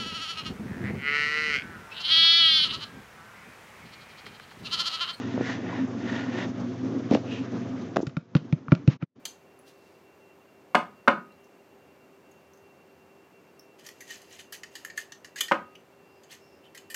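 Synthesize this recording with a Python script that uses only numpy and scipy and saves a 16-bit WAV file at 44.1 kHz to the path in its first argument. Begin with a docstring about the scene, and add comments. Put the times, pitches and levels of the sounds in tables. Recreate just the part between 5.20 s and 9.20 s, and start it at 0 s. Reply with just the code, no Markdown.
"""Washing machine and close knocks

A washing machine rumbles, hums and booms in a small room as its load churns, and a few swishes pass over.
Something, probably a cat, brushes and bumps the microphone housing. Then clicking knocks, like key
presses, thump that housing while the rumble drops away. The microphone is narrow-band and hisses softly."""
import sys
import numpy as np
from scipy import signal
from scipy.fft import rfft, irfft
from scipy.io import wavfile

SR = 44100
rng = np.random.default_rng(int(sys.argv[2]) if len(sys.argv) > 2 else 0)


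def output_pcm(signal):
    """Save a mono or channel-first signal as 16-bit PCM at the path in sys.argv[1].

    Samples are clipped to [-1, 1] before scaling.
    """
    pcm = np.clip(np.atleast_2d(signal).T, -1, 1) * 32767
    wavfile.write(sys.argv[1], SR, np.round(pcm).astype(np.int16))


N = 176400
BIN_HZ = np.arange(N // 2 + 1) * SR / N


def undb(db):
    """Decibels to gain."""
    return 10 ** (np.asarray(db) / 20)


def unit(x):
    """Scale to rms 1."""
    return x / np.sqrt(np.mean(x ** 2))


def curve(t, rows):
    """A fader move through (time [s], level [dB]) points."""
    return undb(np.interp(t, *np.array(rows).T))


def noise(colour, tilt_db=0):
    """Noise shaped by (frequency [Hz], level [dB]) points and tilted per octave, rms 1."""
    octave = np.log2(np.maximum(BIN_HZ, 1))
    hz, db = np.array(colour).T
    tilt = tilt_db * np.clip(octave, np.log2(hz[0]), np.log2(hz[-1]))
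    gain = undb(np.interp(octave, np.log2(hz), db) + tilt)
    gain /= 1 + (hz[0] / 2 ** octave) ** 2  # bass roll-off
    return unit(irfft(rfft(rng.standard_normal(N)) * gain, N))


def wander(rate_hz):
    """Smooth random modulation, rms 1."""
    smoothing = np.exp(-(BIN_HZ / rate_hz) ** 2) * (BIN_HZ > 0)
    return unit(irfft(rfft(rng.standard_normal(N)) * smoothing, N))


def bell(t, peak, width_s):
    """A bell-shaped fade in and out."""
    return np.exp(-((t - peak) / width_s) ** 2 / 2)


def decay(age, seconds):
    """Hard attack, exponential tail."""
    return (age >= 0) * np.exp(-np.maximum(age, 0) / seconds)


def ring(age, hz, swell_s, sharpness):
    """A damped vibration that swells for swell_s and dies away."""
    progress = np.maximum(age, 0) / swell_s
    return (progress * np.exp(1 - progress)) ** sharpness * np.sin(2 * np.pi * hz * age)


def after(t, start):
    """The 0.2 s of samples after a hit, and their age."""
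    span = slice(int(start * SR), int(start * SR) + SR // 5)
    return span, t[span] - start


# colour of the drum and cabinet rumble (frequency [Hz], level [dB])
RUMBLE_COLOUR = [(30, -44.5), (75, -25), (100, -11.5), (150, -13.5), (195, -4), (240, 0.5), (290, -5.5),
                 (330, -6.5), (420, -12.5), (660, -18), (850, -22.5), (1200, -23), (1800, -28.5),
                 (2400, -33), (4200, -39.5), (6300, -38.5), (7600, -53.5)]


def rumble(level_db=-35.5, churn_db=-2.5, flicker_db=5):
    """The load churns: octave bands of rumble swell together and flicker apart, most in the bass."""
    spectrum = rfft(noise(RUMBLE_COLOUR))
    octave = np.clip(np.log2(np.maximum(BIN_HZ, 1) / 62.5), 0, 7)
    churn = churn_db * wander(11)
    out = np.zeros(N)
    for k in range(8):
        band = irfft(spectrum * np.maximum(1 - abs(octave - k), 0), N)
        out += band * undb((churn + flicker_db * wander(33)) / (1 + 0.24 * k))
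    return undb(level_db) * unit(out)


# motor and mains tones (pitch [Hz], level [dB], waver depth [ratio])
HUM_TONES = [(100.7, -47.5, 0.2), (122.1, -42.5, 0.2), (176, -46.5, 1), (233, -47.5, 0.5),
             (258.8, -40.5, .3), (281.6, -45.5, 0.5), (371, -49, 1), (455, -54, 1.1), (511, -55, 1.1),
             (681, -57, 1.1)]


def hum(t):
    """Motor and mains hum, each tone wavering in level and phase."""
    out = np.zeros(N)
    for hz, db, depth in HUM_TONES:
        waver = 1 + depth * (wander(12) + 1j * wander(12))
        out += undb(db) * unit(np.real(waver * np.exp(2j * np.pi * hz * t)))
    return out


# colour of the hiss (frequency [Hz], level [dB])
HISS_COLOUR = [(500, -7), (1500, 1), (1830, 6.5), (2300, -1.5), (3000, 5.5), (3550, 9), (4400, -5),
               (5600, -4.5), (6300, -2.5), (6900, -7), (7600, -12.5), (9000, -48)]


def hiss(level_db=-64):
    """The microphone's faint noise floor."""
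    return undb(level_db) * noise(HISS_COLOUR)


# colour of a swish (frequency [Hz], level [dB])
SWISH_COLOUR = [(200, -27.5), (600, -4), (1050, -5.5), (1300, -11.5), (1450, -1), (1600, -10.5), (1830, 0),
                (2200, -10), (2900, -7.5), (3150, -12), (3600, -10), (4300, -17.5), (6300, -19),
                (7600, -31.5)]
# strokes (peak time [s], rise [s], fall [s], level [dB], tilt [dB/octave],
# resonance [Hz], resonance level [dB])
SWISH_STROKES = [(.02, 0.075, 0.18, -46.5, -1.5, 1510, -65), (0.279, 0.049, 0.06, -39.5, 0, 1820, -42),
                 (0.551, 0.085, 0.059, -42.5, -3.5, 1840, -48), (.955, 0.091, 0.073, -39, -2, 1760, -47),
                 (1.219, 0.072, 0.026, -36.5, -2, 1810, -44), (2.141, 0.038, 0.045, -47, 1.5, 2620, -44)]


def swishes(t, width=0.21, grain_db=1.5):
    """Grainy hiss with one scratchy resonance swells and falls with each stroke."""
    out = np.zeros(N)
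    for peak, rise, fall, db, tilt_db, hz, resonance_db in SWISH_STROKES:
        swell = bell(t, peak, np.where(t < peak, rise, fall))
        resonance = noise([(hz / 2, -40), (hz * (1 - width), -12), (hz, 0),
                           (hz * (1 + width), -9), (hz * 2, -40)])
        out += swell * (undb(db) * noise(SWISH_COLOUR, tilt_db) + undb(resonance_db) * resonance)
    return out * undb(grain_db * wander(130))


# soft hits on the housing, plus a key ringing at 3.4832 s (time [s], level [dB], pitch [Hz], length [cycles])
BUMP_HITS = [(0.1779, -17.5, 403, 1.5), (0.2102, -11, 322, 1.9), (.468, -28, 834, 1.8),
             (.497, -29, 800, 2.9), (0.528, -29.5, 1004, 16), (1.9126, -6, 254, 4.9),
             (1.9256, -14, 492, 6.2), (1.9366, -12.5, 241, 5.3), (1.9405, -17, 285, 3.8),
             (1.942, -35, 189.6, 2.5), (1.951, -9, 520, 2.3), (1.9543, -13, 288, 2.7),
             (1.961, -23.5, 627, 7.5), (1.973, -21, 450, 2), (2.7604, -21.5, 700, 3.9),
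             (2.7631, -18.5, 375, 2.1), (2.768, -9, 672, 4.1), (2.7657, -25.5, 1380, 2.2),
             (2.7687, -6, 435, 1.4), (2.778, -23.5, 296, 4.2), (2.783, -18.5, 330, 3),
             (2.792, -17, 287, 1.5), (2.8033, -18, 393, 1.5), (2.8296, -17.5, 326, 4.2),
             (2.8383, -38, 297, 2.8), (2.926, -42, 600, 1.5), (3.4832, -26.5, 1240, 6.2)]


def bumps(t, grit_depth=0.22, low_cut_hz=127):
    """Soft, uneven shoves set the microphone housing ringing for a few cycles; one entry is instead the brief
    ring of a key."""
    out = np.zeros(N)
    grit = 1 + grit_depth * wander(620)
    for start, db, hz, cycles in BUMP_HITS:
        span, age = after(t, start)
        out[span] -= undb(db) * ring(age, hz, swell_s=0.13 * cycles / hz, sharpness=0.81) * grit[span]
    return signal.sosfilt(signal.butter(2, low_cut_hz, "high", fs=SR, output="sos"), out)


# booms of the drum (peak time [s], level [dB], pitch [Hz])
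DRUM_BOOMS = [(.22, -34, 262), (0.618, -24.5, 262.1), (1.106, -29, 249.3), (1.17, -36, 362),
              (1.299, -33, 262), (1.467, -25.5, 245.5), (1.5, -34, 367), (1.66, -28, 262),
              (1.759, -27, 276.6), (1.768, -32.5, 353), (2.211, -23.5, 261.4), (2.33, -34, 260.8),
              (2.42, -30.5, 248.5), (2.549, -36, 262)]


def booms(t, width_s=0.021):
    """The drum booms briefly as the load shifts."""
    return sum(undb(db) * bell(t, peak, width_s) * np.sin(2 * np.pi * (hz * t + rng.random()))
               for peak, db, hz in DRUM_BOOMS)


# colour of dry contact, for ticks and rubs (frequency [Hz], level [dB])
CONTACT_COLOUR = [(300, -5.5), (1200, 13), (2600, 7.5), (4000, 1), (6500, -7.5), (7600, -25)]
# light touches (time [s], level [dB], decay [s])
TICK_HITS = [(1.91, -31.5, 0.0022), (1.923, -31, 0.0019), (1.9356, -22, 0.00094), (1.948, -20, 0.0015),
             (2.7605, -29.5, 0.0026), (2.7683, -22.5, 0.0016), (2.792, -50, 0.0014), (2.894, -51, .006),
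             (3.166, -33, 0.0058), (3.511, -45, 0.0017), (3.539, -43.5, 0.0023), (3.551, -33.5, 0.0025)]


def ticks(t):
    """Light contact with the housing gives tiny, dry bursts of noise."""
    envelope = np.zeros(N)
    for start, db, decay_s in TICK_HITS:
        span, age = after(t, start)
        envelope[span] += undb(db) * decay(age, decay_s)
    return envelope * noise(CONTACT_COLOUR)


# short scrapes (peak time [s], half length [s], level [dB], tilt [dB/octave])
RUB_STROKES = [(1.941, 0.022, -41, 4), (2.822, 0.0069, -51.5, 21), (3.517, 0.0076, -47, -5.5),
               (3.718, 0.02, -46, 1.5), (3.823, 0.015, -51, -5)]


def rubs(t):
    """Brushing against the housing makes dry friction noise that fades in and out."""
    return sum(undb(db) * bell(t, peak, half_s) * noise(CONTACT_COLOUR, tilt_db)
               for peak, half_s, db, tilt_db in RUB_STROKES)


# hollow ring of the housing (pitch [x housing pitch], level [dB], swell [s], sharpness [exponent])
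HOLLOW_MODES = [(.673, -6.4, 0.0073, 2.8), (1.205, -17, 0.0087, 3.3), (.87, -30, .012, 1.4),
                (1.12, -29, 0.0087, 0.84), (.58, -22, 0.015, 1.2)]
# quick slap of its panel (pitch [x housing pitch], level [dB], swell [s], sharpness [exponent])
SLAP_MODES = [(.915, -9, .0042, 1.14), (1.92, -22, 0.0026, 1.9), (2.3, -36, 0.0016, 0.37),
              (1.86, -32.5, 0.0063, 0.89), (2.15, -34, 0.006, 0.57), (3.1, -34.5, 0.0035, 0.66)]


def housing(age, hz, hollow_db, slap_db):
    """The struck housing rings and slaps in damped modes, pushed in alternate directions."""
    out = 0
    for layer_db, modes in (hollow_db, HOLLOW_MODES), (slap_db, SLAP_MODES):
        for k, (ratio, db, swell_s, sharpness) in enumerate(modes):
            out += (-1) ** k * undb(layer_db + db) * ring(age, hz * ratio, swell_s, sharpness)
    return out


# ring of the key (pitch [Hz], level [dB], decay [s])
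KEY_MODES = [(567, -10, 0.0021), (1180, -13, 0.006), (1376, -1.5, 0.0037), (2330, -1, 0.0013),
             (2930, -16, 0.0012)]
# colour of the click (frequency [Hz], level [dB])
CLICK_COLOUR = [(300, -1), (800, 12.5), (1130, 6), (1400, 9.5), (1640, -1), (1830, 6.5), (2060, -3),
                (2450, 7), (3250, -10.5), (3650, -5.5), (4300, -14), (5200, -14.5), (7600, -33.5)]
# the mix of each knock (time [s], thump [dB], thump pitch [Hz], housing pitch [Hz], hollow ring [dB],
# slap [dB], click [dB], click tilt [dB/octave], key ring [dB])
KNOCK_HITS = [(2.868, -24.5, 132, 265, -1, 0, -32.5, 10, -35.5),
              (2.9678, -19, 158, 291, -11, 0.5, -37.5, 9, -25),
              (3.1508, -9, 148.5, 269, 3.2, 3, -24.5, 4.5, -23),
              (3.3253, -11, 147.4, 284, -6.5, -3, -30, 4, -41),
              (3.4825, -28.5, 143, 280, -4, -7, -58, -10.5, -39),
              (3.5197, -7, 138.5, 295, 2.8, 5.5, -26.5, 3.5, -14),
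              (3.6761, -6, 127, 266.7, 0.5, -1.7, -28, 5.5, -56.5),
              (3.8242, -24, 150, 264, 5, 0.5, -41.5, -1, -34.5)]


def knocks(t, click_s=0.003, attack_s=0.00044, bottom_out_s=0.0069, bottom_out_db=-22, lag_s=0.00026):
    """A key clicks, rings and bottoms out; the housing answers with a thump, a slap and a hollow ring."""
    out = np.zeros(N)
    for start, thump_db, thump_hz, housing_hz, hollow_db, slap_db, click_db, tilt_db, key_db in KNOCK_HITS:
        span, age = after(t, start)
        thump = ring(age - lag_s, thump_hz, swell_s=0.0067, sharpness=1.74)
        body = thump - housing(age - lag_s, housing_hz, hollow_db, slap_db)
        key = -sum(undb(db) * decay(age, decay_s) * np.sin(2 * np.pi * hz * age)
                   for hz, db, decay_s in KEY_MODES)
        contact = decay(age, click_s) + undb(bottom_out_db) * decay(age - bottom_out_s, click_s)
        click = undb(key_db) * key + undb(click_db) * contact * noise(CLICK_COLOUR, tilt_db)[span]
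        out[span] += undb(thump_db) * body + click * np.clip(age / attack_s, 0, 1)
    return out


# colour of the reverb tail (frequency [Hz], level [dB])
ROOM_COLOUR = [(120, -6), (400, -6), (2000, -5.5), (7000, 0.5)]


def room(x, t, wet_db, t60_s):
    """Nearby walls add a short tail after an 8 ms pre-delay."""
    tail = noise(ROOM_COLOUR) * decay(t - .008, t60_s / np.log(1000))
    tail /= np.sqrt(np.sum(tail ** 2))
    return x + undb(wet_db) * signal.fftconvolve(x, tail)[:N]


# fader on the background bed, which drops away under the knocks (time [s], level [dB])
BED_FADER = [(0, 0.5), (2.66, 0), (2.78, -6.5), (2.92, -13.5), (3.04, -20), (3.13, -15.5), (3.26, -8.5),
             (3.45, -15), (3.62, -10.5), (4, -21.5)]
# fader on the whole mix, which dips twice near the end (time [s], level [dB])
MIX_FADER = [(3.765, 0.5), (3.782, -28), (3.795, -21), (3.82, 2.5), (3.838, 4), (3.862, -33.5),
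             (3.948, -32), (3.962, 2)]


def scene():
    """A bed of hiss, machine and swishes, with contacts right on the microphone in front."""
    t = np.arange(N) / SR
    bed = hiss() + rumble() + hum(t) + booms(t)
    bed += room(swishes(t), t, wet_db=-5.5, t60_s=0.079)
    contacts = bumps(t) + ticks(t) + rubs(t) + knocks(t)
    mix = bed * curve(t, BED_FADER) + room(contacts, t, wet_db=-13, t60_s=0.24)
    return (mix * curve(t, MIX_FADER))[None]


def record(dry, low_cut_hz=70, high_cut_hz=7650):
    """A voice microphone: no deep bass, no top."""
    thin = signal.sosfilt(signal.butter(1, low_cut_hz, "high", fs=SR, output="sos"), dry)
    return signal.sosfilt(signal.ellip(10, .2, 70, high_cut_hz, fs=SR, output="sos"), thin)


dry = scene()
out = record(dry)
output_pcm(out)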